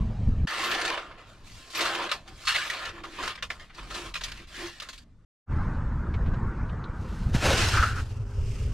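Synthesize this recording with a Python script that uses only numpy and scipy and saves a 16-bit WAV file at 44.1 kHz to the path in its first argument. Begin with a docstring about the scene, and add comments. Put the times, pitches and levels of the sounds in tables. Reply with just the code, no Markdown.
"""Sweeping out a van

Three scenes. Outside, wind buffets the microphone over distant traffic. Inside, a hand brush sweeps grit
over the bare metal floor in strokes and dabs, and the panel rings and booms. Then, by the open door in
wind and traffic, a palm lands, drags through sand, and the fingers rub it."""
import sys
import numpy as np
from scipy import signal
from scipy.fft import rfft, irfft, next_fast_len
from scipy.io import wavfile
from scipy.ndimage import uniform_filter1d, map_coordinates

SR = 44100
rng = np.random.default_rng(int(sys.argv[2]) if len(sys.argv) > 2 else 0)


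def int16_out(signal):
    """Quantize to a 16-bit WAV file."""
    q = np.round(np.clip(np.atleast_2d(signal).T, -1, 1) * 32767)
    wavfile.write(sys.argv[1], SR, q.astype(np.int16))


N = 384993
T = np.arange(N) / SR


def amp(db):
    return 10 ** (np.asarray(db) / 20)


def unit(x):
    return x / np.sqrt(np.mean(x ** 2) + 1e-20)


def along(points, hz):
    """Read (f, value) points on a log frequency axis."""
    f, v = np.transpose(points)
    return np.interp(np.log(hz + 1), np.log(f + 1), v)


def curve(points, outside=None):
    """Draw (t, value) points as one value per sample."""
    times, values = np.transpose(points)
    return np.interp(T, times, values, outside, outside)


def wobble(rate):
    """A smooth random curve, rate knots a second."""
    return map_coordinates(rng.standard_normal(int(N * rate / SR) + 4), [T * rate])


def filtered(x, response):
    """x through a complex frequency response."""
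    m = next_fast_len(N + 8192)
    return irfft(rfft(x, m) * response(np.fft.rfftfreq(m, 1 / SR)), m)[..., :N]


def modes(table, hz):
    """Causal response of a set of resonances."""
    return sum((-1) ** k * amp(db) * 1j * hz * width / (centre ** 2 - hz * hz + 1j * hz * width)
               for k, (centre, width, db) in enumerate(table))


def shaped(x, spectrum, lo_hz=0, hi_hz=SR):
    """One band of x through an EQ curve, at rms 1."""
    edge = lambda hz: 1 / np.sqrt((1 + (lo_hz / (hz + 1)) ** 8) * (1 + (hz / hi_hz) ** 8))
    return unit(filtered(x, lambda hz: amp(along(spectrum, hz)) * edge(hz)))


def contact(start, t60, rise, hold=0):
    """Attack, hold and decay envelope of a contact; times in s."""
    age = np.arange(SR // 2) / SR
    attack = 1 - np.exp(-age / max(rise, 1e-4))
    decay = amp(-60 * np.maximum(age - hold, 0) / max(t60, .01))
    out = np.zeros(N + len(age))
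    out[round(start * SR):][:len(age)] = attack * decay
    return out[:N]


def patchy(x, depth_db):
    """Favour other narrow bands every few tens of ms, as shifting contact points do."""
    spectra = signal.stft(x, nperseg=512)[2]
    field = uniform_filter1d(rng.standard_normal(spectra.shape[1:]), size=2, axis=0)
    field = uniform_filter1d(field, size=8, axis=1)
    return signal.istft(spectra * amp(depth_db * unit(field)), nperseg=512)[1][:, :N]


# Left-right likeness at full width: f/Hz, correlation
LIKENESS = [(60, .95), (300, .96), (700, .94), (1400, .88), (3000, .68), (6500, .55), (15000, .1)]

def noise(wide=1):
    """White stereo noise that spreads towards the treble."""
    turn = lambda hz: np.arccos(np.clip(along(LIKENESS, hz), -1, 1)) / 2
    mid, side = filtered(rng.standard_normal((2, N)), lambda hz: [np.cos(turn(hz)), wide * np.sin(turn(hz))])
    return np.array([mid + side, mid - side])


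# Outside, inside, open door: start/s, end/s, fade-in/s
SCENES = [(0, .456, .001), (.458, 5.25, .001), (5.46, 9, .06)]

def by_place(outside, inside, door, sill):
    """Switch a bed with the scene; the last scene moves from door to sill at 7.3 s."""
    return np.select([T < SCENES[0][1], T < SCENES[1][1], T < 7.3], [outside, inside, door], sill)


# Traffic fader: t/s, level/dB
TRAFFIC_LEVEL = [(0, -50), (.45, -53), (.48, -63), (1.3, -63), (2.25, -65), (3.7, -65), (5, -65),
                 (5.25, -67), (5.46, -41), (5.65, -39), (5.9, -44.5), (6.3, -42.5), (6.7, -43),
                 (7.1, -46.5), (7.3, -48), (8.05, -54), (8.4, -56), (8.73, -56)]
# Street EQ beside the van, inside it and at the door: f/Hz, level/dB
YARD_EQ = [(240, -30), (400, -12.5), (1250, -18), (1480, -24), (1890, -23.5), (2000, -27), (2340, -25),
           (7830, -40), (12000, -58), (15600, -101), (22000, -120)]
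CABIN_EQ = [(200, 2.5), (300, 4.5), (700, -10.5), (1200, -8), (1800, -14.5), (2500, -18.5), (5000, -22.5),
            (9000, -29.5), (15000, -50.5)]
STREET_EQ = [(180, -30), (300, 0), (348, -5), (691, -13), (884, -7), (1440, -7), (2970, -33), (7060, -41),
             (9640, -48), (12100, -77), (15000, -82)]

def traffic():
    """A wash of distant traffic, coloured by each place."""
    wash = patchy(noise(), depth_db=3)
    street = shaped(wash, STREET_EQ)
    bed = by_place(shaped(wash, YARD_EQ), shaped(wash, CABIN_EQ), street, street)
    return amp(curve(TRAFFIC_LEVEL)) * bed


# Wind fader, one curve a scene: t/s, level/dB
WIND_LEVEL = [
    [(0.0, -21), (0.1, -28), (0.14, -32.5), (0.2, -27), (0.29, -23), (0.35, -30), (0.41, -28.5),
     (0.455, -23)],
    [(0.459, -54.5), (1.9, -50.5), (2.4, -50), (3.75, -52), (3.81, -48.5), (4.7, -53.5), (5.25, -55.5)],
    [(5.5, -27.5), (5.8, -25.5), (6.1, -29), (6.3, -22.5), (6.9, -34.5), (7.33, -28), (7.36, -16.5),
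     (7.41, -33), (7.47, -27), (8.0, -26), (8.06, -33.5), (8.4, -30), (8.73, -25)],
]
# Wind EQ in the open, in the cabin and low over the sill: f/Hz, level/dB
BUFFET_EQ = [(8.8, -27), (15, 0), (32, 0), (81, 1.5), (191, -11.5), (238, -13), (350, -39.5), (414, -34),
             (600, -42), (780, -42), (1320, -120)]
SHELTERED_EQ = [(8.8, -31.5), (15, 9.5), (48, 1.5), (130, -5), (276, -14), (339, -34), (400, -24),
                (520, -34), (880, -120)]
SILL_EQ = [(8.8, -27), (15, 4.5), (38, 1), (108, 6), (162, -17.5), (253, -17.5), (314, -33.5), (402, -21.5),
           (600, -31), (780, -44), (1320, -120)]

def wind():
    """Lumps of moving air buffet the microphone."""
    gust_db = 1.5
    lumps = amp(0.4 * wobble(17) + 1.74 * wobble(40)) * noise(wide=0.34)
    gusts = shaped(lumps, BUFFET_EQ)
    gusts = unit(gusts - 0.12 * (gusts ** 2 - 1))  # suction peaks are sharper than pressure peaks
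    sheltered = shaped(amp(2.2 * wobble(9)) * noise(wide=0.88), SHELTERED_EQ)
    bed = by_place(gusts, sheltered, gusts, shaped(lumps, SILL_EQ))
    return amp(curve(WIND_LEVEL[0] + WIND_LEVEL[1] + WIND_LEVEL[2]) + gust_db * wobble(15)) * bed


# Drone fader: t/s, level/dB
DRONE_LEVEL = [(3.7, -78), (3.82, -42.5), (4.3, -48), (4.9, -56), (5.25, -63)]
# Its resonance: f/Hz, width/Hz, level/dB
DRONE_MODE = [(39.3, 10, 0)]

def drone():
    """A narrow band of sub-bass swells in the cabin."""
    rumble = unit(filtered(noise(wide=0.15), lambda hz: modes(DRONE_MODE, hz) ** 2))
    return amp(curve(DRONE_LEVEL, outside=-120)) * rumble


# Hum fader: t/s, level/dB
HUM_LEVEL = [(8.1, -74), (8.2, -51), (8.73, -53)]

def hum(pitch_hz=400):
    """A thin, wavering tone at the very end."""
    tone = np.sin(2 * np.pi * np.cumsum(pitch_hz + 4 * wobble(10)) / SR)
    return amp(curve(HUM_LEVEL, outside=-120) + 2.5 * wobble(26)) * tone


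# Click cues: t/s, level/dB, f/Hz, width/Hz, t60/s, broadband share
CLICKS = [(6.138, -36, 2200, 1500, .07, .01), (6.258, -44, 2000, 1600, .12, .02),
          (6.335, -36, 720, 500, .09, .12), (6.692, -45, 2800, 900, .05, .05),
          (6.838, -42, 3900, 300, .06, .02)]

def clicks():
    """Soft close clicks: puffs of dull noise, each with one resonance."""
    puff = filtered(noise(), lambda hz: 1 / (1 + (hz / 3000) ** 2) / (1 + (hz / 9000) ** 6))
    out = 0
    for start, db, centre, width, t60, share in CLICKS:
        body = unit(filtered(puff, lambda hz: share + modes([(centre, width, 0)], hz)))
        out = out + amp(db) * contact(start, t60, rise=.003) * body
    return out


def friction(lump_db, grain_db, patch_db):
    """Gritty noise: slow pressure lumps, fast grains and single pebbles snapping loose."""
    snaps_per_s, spread_db, snap_db = 1200, 4, -11
    chance, size = rng.random(N), rng.exponential(size=N)
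    snaps = unit((chance < snaps_per_s / SR) * amp(spread_db * np.minimum(size, 3)))
    crackle = np.convolve(snaps, amp(-60 * np.arange(40) / 40))[:N]
    hiss = patchy(noise(), patch_db) * amp(lump_db * wobble(90) + grain_db * wobble(1500))
    return hiss * (1 + amp(snap_db) * unit(crackle))


# Metal floor resonances: f/Hz, width/Hz, level/dB
FLOOR_MODES = [(591, 54, -9), (846, 48, -2.5), (1057, 9.1, 1.5), (1225, 24, 4.5), (1374, 11, -1),
               (1751, 5.7, 7), (2130, 12, -13.5), (2217, 11, -2.5), (2727, 2.4, 7.5), (3456, 14, 4),
               (4420, 10, -2), (5770, 59, 2)]

def floor_panel(force):
    """The floor panel adds its resonances to a friction force."""
    return filtered(force, lambda hz: 1 + amp(4.5) * modes(FLOOR_MODES, hz))


# Rub fader: t/s, level/dB
RUB_LEVEL = [(8.1, -57), (8.25, -64), (8.35, -58), (8.546, -50.5), (8.73, -54.5)]
# Rub EQ: f/Hz, level/dB
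RUB_EQ = [(1060, -21), (1800, -11), (2080, -7.5), (2430, -6.5), (2650, -3), (3860, -14.5), (5170, -8),
          (7880, -14.5), (8730, -15), (9850, -23), (12700, -26), (14000, -34)]

def finger_rub():
    """Fingers rub sand into a fine, bright rustle."""
    force = friction(lump_db=1.5, grain_db=1, patch_db=1)
    return amp(curve(RUB_LEVEL, outside=-120)) * shaped(force, RUB_EQ)


# Hand landings: t/s, level/dB, f/Hz
LANDINGS = [(7.348, 4, 132), (7.539, -2.5, 92)]

def hand_thumps():
    """The hand lands twice on the floor, each time a short low thud."""
    return sum(amp(db) * contact(start, t60=.014, rise=.0021) * np.sin(2 * np.pi * hz * (T - start))
               for start, db, hz in LANDINGS)


# Drag fader, and the hollow relative to it: t/s, level/dB
DRAG_LEVEL = [(6.9, -58), (7.324, -59), (7.346, -39), (7.352, -35.5), (7.396, -44), (7.43, -31.5),
              (7.458, -27.5), (7.5, -28.5), (7.545, -29), (7.6, -26.5), (7.73, -33), (7.84, -36.5),
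              (7.948, -50.5), (8.0, -45), (8.044, -60), (8.12, -60.5)]
HOLLOW_LEVEL = [(7.35, -35), (7.45, -16), (7.72, -9), (7.75, 8.5), (7.769, -1), (7.7715, 12.5),
                (7.796, 11.5), (7.806, 5.5), (7.824, 4), (7.828, 18.5), (7.842, 13), (7.85, 9), (7.94, 9),
                (7.97, 12.5), (8.01, 6.5), (8.03, -6)]
# Sand EQ: f/Hz, level/dB
SAND_EQ = [(110, -30), (180, 1), (213, -3.5), (652, -6), (816, -5), (948, -5.5), (1510, -2.5),
           (2080, -12.5), (2750, -10.5), (3190, -15.5), (7520, -23.5), (12200, -31), (15600, -43.5)]
# Resonances under the cupped hand and the flat hand: f/Hz, width/Hz, level/dB
CUP_MODE = [(1410, 400, 0)]
HEEL_MODES = [(538, 72, -3), (915, 99, 0)]

def palm_drag():
    """The palm drags through sand: flat, it booms on the panel; cupped, it sounds hollow."""
    drum_db, heel_db, heel_ring_db, fizz_db = -4, 5, -3.5, -35.5
    age, second_landing = T - DRAG_LEVEL[0][0], LANDINGS[1][0]
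    drag_db = curve(DRAG_LEVEL, outside=-200)
    scrape = amp(drag_db) * np.clip(age / .2, 0, 1)
    drum = scrape * amp(drum_db + heel_db * (T < second_landing + .015))
    fizz = amp(fizz_db + 0.8 * (drag_db - drag_db.max())) * np.clip(age / .25, 0, 1)
    flat = (T > 7.43) & (T < second_landing + .012)
    force = friction(lump_db=1, grain_db=0, patch_db=2)
    hollow = unit(filtered(noise(wide=.4), lambda hz: modes(CUP_MODE, hz) ** 2))
    heel = unit(filtered(force, lambda hz: modes(HEEL_MODES, hz)))
    return (scrape * shaped(floor_panel(force), SAND_EQ, 1820, 7000)
            + drum * shaped(force, SAND_EQ, 0, 970)
            + fizz * shaped(force, SAND_EQ, 3800)
            + scrape * amp(curve(HOLLOW_LEVEL)) * hollow
            + scrape * flat * amp(heel_ring_db) * heel)


# Squeak cues: start/s, end/s, f/Hz, level/dB
SQUEAK_CUES = [(0.617, 0.76, 12800, -47), (0.79, 0.83, 9600, -47), (1.752, 1.803, 12900, -41),
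               (2.6, 2.783, 12900, -57)]

def squeaks():
    """Thin, rough squeaks swell and fade at the top of the brushing."""
    out = 0
    for start, end, hz, db in SQUEAK_CUES:
        swell = np.sin(np.pi * np.clip((T - start) / (end - start), 0, 1))
        out = out + amp(db) * swell * wobble(350) * np.sin(2 * np.pi * hz * T)
    return out


# Clear panel notes: t/s, f/Hz, hold/s, level/dB
PANEL_NOTES = [(3.993, 347, .03, -42), (4.625, 345, 0.035, -35.5)]

def panel_notes():
    """A low panel mode sings out briefly."""
    out = 0
    for start, hz, hold, db in PANEL_NOTES:
        envelope = contact(start, t60=.17, rise=.0028, hold=hold)
        out = out + amp(db + 1.3 * wobble(60)) * envelope * np.sin(2 * np.pi * hz * T)
    return out


# Lowest panel modes: f/Hz, width/Hz, level/dB
BOOM_MODES = [(195, 37, -14), (342.4, 34, -0.5)]
# Their swells: t/s, half length/s, level/dB
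BOOM_SWELLS = [(0.69, 0.11, -42), (1.81, 0.024, -47), (1.963, 0.029, -41), (2.304, 0.06, -53),
               (3.038, 0.23, -49), (3.216, 0.068, -42), (3.795, 0.04, -55), (3.983, 0.14, -45.5),
               (4.415, 0.038, -50), (4.595, 0.048, -42.5)]

def panel_boom(stroke_drum):
    """The lowest modes boom along with the strokes, with extra swells on cue."""
    level = amp(-8.5) * stroke_drum
    for peak, half, db in BOOM_SWELLS:
        level = np.hypot(level, amp(db) * np.clip(1 - np.abs(T - peak) / half, 0, 1))
    return level * unit(filtered(noise(wide=0.6), lambda hz: modes(BOOM_MODES, hz)))


# Stroke cues: t/s, rise/s, hold/s, level/dB, sag/(dB/s), brightness/dB, drum/dB
STROKE_CUES = [(0.471, 0.0023, 0.074, -35, -5, -7.5, -8), (0.491, 0.11, 0.35, -33.5, 9.5, -2.5, 1),
               (0.98, 0.013, 0.23, -48.5, 62, -10.5, 8.5), (1.25, 0.023, 0.18, -64, 27, 3, 10.5),
               (1.433, 0.035, 0.24, -61, -10.5, 10, 4), (1.734, 0.063, 0.27, -30.5, 37, -3, 4),
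               (2.235, 0.044, 0.047, -60, -2, 0.5, 10.5), (2.333, 0.099, 0.02, -51.5, 0, 6.5, 3),
               (2.499, 0.087, 0.31, -37, 16, -2.5, -4), (2.919, 0.022, 0.063, -51.5, 8, -8, 10),
               (3.069, 0.22, 0.022, -37, 2, -3, -5), (3.49, 0.016, 0.14, -55.5, 64, 2.5, 10.5),
               (3.735, 0.051, 0.087, -47, 77, -4.5, 3.5), (3.83, 0.14, 0.12, -46.5, 18, 3.5, 4),
               (4.181, 0.066, 0.19, -44, 53, -1, -4.5), (4.471, 0.12, 0.094, -46, 1, 4, 1.5),
               (4.807, 0.023, 0.28, -49, 147, -6.5, -2.5)]

def strokes():
    """Scrape, rasp, drum and fizz envelopes of long strokes, which dull and drum more as they go."""
    rise_db, lift_db_per_s, dull_db_per_s, deepen_db_per_s = 16.5, 392, 8.5, 18.5
    rasp_db, drum_trim_db, fizz_db = -7.5, -9, -6.5
    pressure_db = .7 * wobble(14)  # the hand presses unevenly
    bands = np.zeros((4, N))
    for start, rise, hold, db, sag, bright_db, drum_db in STROKE_CUES:
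        age = np.maximum(T - start, 0)
        shape_db = -rise_db * np.clip(1 - age / rise, 0, 1) - sag * np.clip(age - rise, 0, hold)
        lift_db = lift_db_per_s * np.maximum(age - rise - hold, 0)
        scrape = (T > start) * amp(db + pressure_db + shape_db - lift_db)
        treble = scrape * amp(bright_db - dull_db_per_s * age)
        drum = scrape * amp(drum_trim_db + drum_db + deepen_db_per_s * np.minimum(age, rise + hold))
        fizz = treble * amp(fizz_db - dull_db_per_s * age)
        bands = np.hypot(bands, [scrape, treble * amp(rasp_db), drum, fizz])
    return bands


# Dab cues: t/s, rise/s, level/dB, brightness/dB, ring f/Hz, ring/dB, t60/s
DAB_CUES = [(0.474, .002, -42.5, -5.5, 1806, 11.5, 0.34), (.5207, 0.016, -37.5, -14, 1280, 11.5, 0.24),
            (.637, 0.0062, -44, 15.5, 1100, -3, 0.065), (0.713, 0.0028, -27.5, -2, 1700, 4.5, 0.074),
            (.745, 0.0058, -27.5, 0.5, 2700, -6, 0.027), (.782, .004, -31.5, -14, 1066, -4, 0.17),
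            (0.813, 0.0063, -26, 1, 1370, -4, 0.025), (.85, .004, -30, 1.5, 1368, -1, 0.063),
            (.876, 0.0052, -30, 0.5, 1800, 7.5, 0.04), (.9, 0.0025, -26.5, -10, 1040, 2, 0.028),
            (.925, 0.019, -32, -19, 1160, 7, 0.14), (0.972, 0.0027, -33, -15.5, 1380, -1, 0.17),
            (1.112, 0.0013, -51.5, -15.5, 1390, 9, 0.11), (1.1747, 0.0052, -53.5, -7, 1340, 0, 0.5),
            (1.47, .002, -69, -1, 2500, -6, 0.066), (1.7483, 0.0019, -42.5, 8.5, 2060, 0, 0.25),
            (1.7, 0.026, -52, 16, 1330, -8, 0.24), (1.8066, 0.0028, -33, 8, 1000, 2, 0.083),
            (1.853, 0.0051, -27, -2.5, 1450, -1, 0.1), (1.912, .003, -38.5, -2.5, 2000, -3, 0.035),
            (1.948, 0.0043, -27.5, -6, 1250, -3, 0.037), (2.02, 0.0074, -35, -0.5, 2000, 8, 0.044),
            (2.091, 0.001, -36.5, -8.5, 1700, -6, 0.27), (2.1146, 0.0017, -28, 0, 1420, 2, 0.084),
            (2.276, 0.015, -48, 8.5, 1390, 14, 0.054), (2.4518, 0.0023, -53, 16.5, 8500, 7, 0.2),
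            (2.4702, 0.0041, -24.5, -2.5, 4310, 3.5, 0.22), (2.476, 0.0084, -30.5, -4, 2770, 6, 0.42),
            (2.481, 0.011, -43.5, -5, 1764, 17, 0.31), (2.546, 0.012, -20.5, -2.5, 2097, 9, 0.088),
            (2.575, 0.0074, -45, -15, 1564, 23.5, 0.15), (2.6115, .006, -34, -9, 2270, 6, .12),
            (2.7, 0.0012, -32.5, 0, 1920, 8, 0.042), (2.726, .008, -31.5, -13.5, 1580, -3, 0.18),
            (2.852, 0.0073, -34, 2, 1900, 3, 0.033), (3.035, 0.014, -32, -6.5, 1050, -6, 0.079),
            (3.1836, 0.0097, -37, -7, 1074, 8, 0.21), (3.226, 0.0033, -35.5, -3, 1450, 6, 0.17),
            (3.276, 0.0012, -32, -3, 1350, 5, 0.048), (3.353, 0.0026, -40.5, -6, 3500, -5, 0.054),
            (3.374, 0.0034, -42.5, -14, 1980, 4, 0.11), (3.4243, 0.001, -32, -4, 1700, -11, 0.086),
            (3.5015, 0.001, -31.5, -10.5, 2090, -2.5, 0.086), (3.596, 0.0012, -51.5, -2.5, 1990, 5, 0.26),
            (3.696, 0.0023, -52.5, -11, 1940, 3.5, 0.13), (3.746, 0.0039, -55.5, 8.5, 4760, 15, 0.041),
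            (3.7803, .008, -40.5, -21, 1520, 2, 0.1), (3.902, 0.0028, -42, -2.5, 1310, 5, 0.17),
            (3.9409, 0.0058, -40, 2.5, 1280, 6, 0.26), (4.058, 0.0027, -45, -1.5, 1040, 2, 0.038),
            (4.139, 0.0035, -35, 1, 2800, 6, 0.044), (4.153, 0.0039, -28.5, -4.5, 2400, -6, .08),
            (4.209, 0.0021, -36.5, -3.5, 1600, 3, 0.047), (4.2362, 0.0065, -32.5, 8.5, 2710, 1, 0.039),
            (4.281, .003, -45, 4, 3000, -3, 0.046), (4.317, 0.004, -43, 7, 1720, 0, 0.022),
            (4.373, .003, -50, -1, 2680, 12, 0.073), (4.5406, 0.01, -49, 3.5, 1814, 7, 1),
            (4.8, 0.0006, -46, 9, 2900, -13, 0.045), (4.82, 0.0022, -44, 6.5, 1244, 0, 0.06),
            (4.8876, 0.0008, -47.5, 9, 1560, 10, 0.067), (4.929, 0.0017, -47.5, 4, 2630, -13, 0.11),
            (4.9774, 0.0084, -51, 11, 2000, 7, 0.04)]

def dabs():
    """Sharp dabs that die in the cabin: the same four envelopes, plus the ring of each spot struck."""
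    rasp_db, drum_db, fizz_db, crack_db = -4.5, -9, -10, -0.5
    drum_db_per_octave = -13.5  # a spot that rings high drums little
    caught_s = .005  # bristles stay caught this long
    bands, rings = np.zeros((4, N)), np.zeros(N)
    for start, rise, db, bright_db, ring_hz, ring_db, t60 in DAB_CUES:
        low_db = drum_db + drum_db_per_octave * np.log2(ring_hz / 1600)
        scrape = amp(db) * contact(start, t60, rise, caught_s)
        rasp = amp(db + bright_db + rasp_db) * contact(start, 1.62 * t60, rise, caught_s)
        crack = amp(db + bright_db + crack_db) * contact(start, .022, rise / 4)  # the first grit cracks
        drum = amp(db + low_db) * contact(start, 2 * t60, rise)
        fizz = amp(db + bright_db + fizz_db) * contact(start, 1.6 * t60, rise)
        bands = np.hypot(bands, [scrape, np.hypot(rasp, crack), drum, fizz])
        rings += amp(db + ring_db) * contact(start, t60, rise) * np.sin(2 * np.pi * ring_hz * T)
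    return bands, rings


# Brush EQ: f/Hz, level/dB
BRUSH_EQ = [(220, -39), (380, -14), (480, -10), (596, -9.5), (826, -7), (1160, -1.5), (1740, 1),
            (1850, 0.5), (2690, -1), (4570, -4), (10700, -29), (12900, -33.5), (15600, -45.5)]
# Brush panning: f/Hz, left minus right/dB
BRUSH_PAN = [(60, -15), (240, -1.5), (950, -1), (3770, 1), (15000, -4.5)]

def brush():
    """Bristles and grit excite the floor panel; strokes and dabs play four bands of the friction."""
    stroke_bands = strokes()
    dab_bands, rings = dabs()
    scrape, rasp, drum, fizz = np.hypot(stroke_bands, dab_bands)
    force = friction(lump_db=0.67, grain_db=0.5, patch_db=3)
    metal = floor_panel(force)
    out = (scrape * shaped(metal, BRUSH_EQ, 990, 3460)
           + rasp * shaped(metal, BRUSH_EQ, 2780, 17000)
           + drum * shaped(metal, BRUSH_EQ, 0, 898)
           + fizz * shaped(force, BRUSH_EQ, 7420)
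           + panel_boom(stroke_drum=stroke_bands[2])
           + rings * wobble(330)  # each ring spreads into a rough band
           + panel_notes() + squeaks())
    side, lag_s = np.array([[.5], [-.5]]), 1 / SR  # the left hears the brush later
    return filtered(out, lambda hz: amp(side * along(BRUSH_PAN, hz)) * np.exp(-2j * np.pi * hz * lag_s * side))


def scene():
    return wind() + traffic() + brush() + palm_drag() + hand_thumps() + finger_rub() + clicks() + hum() + drone()


# Stereo image: t/s, width (0 mono, 1 full)
STEREO_WIDTH = [(0, 0), (.46, 0), (.47, 1), (5.3, 1), (5.4, 0), (7.53, 0), (7.58, 1), (9, 1)]

def record(dry, top_hz=15740):
    """Cut the scenes together with silence between, fold the windiest stretches to mono, trim the top."""
    gate = sum(np.clip((T - start) / fade, 0, 1) ** 2 * np.clip((end - T) / .002, 0, 1)
               for start, end, fade in SCENES)
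    mid = gate * (dry[0] + dry[1]) / 2
    side = gate * curve(STEREO_WIDTH) * (dry[0] - dry[1]) / 2
    return filtered(np.array([mid + side, mid - side]), lambda hz: hz < top_hz)


dry = scene()
out = record(dry)
int16_out(out)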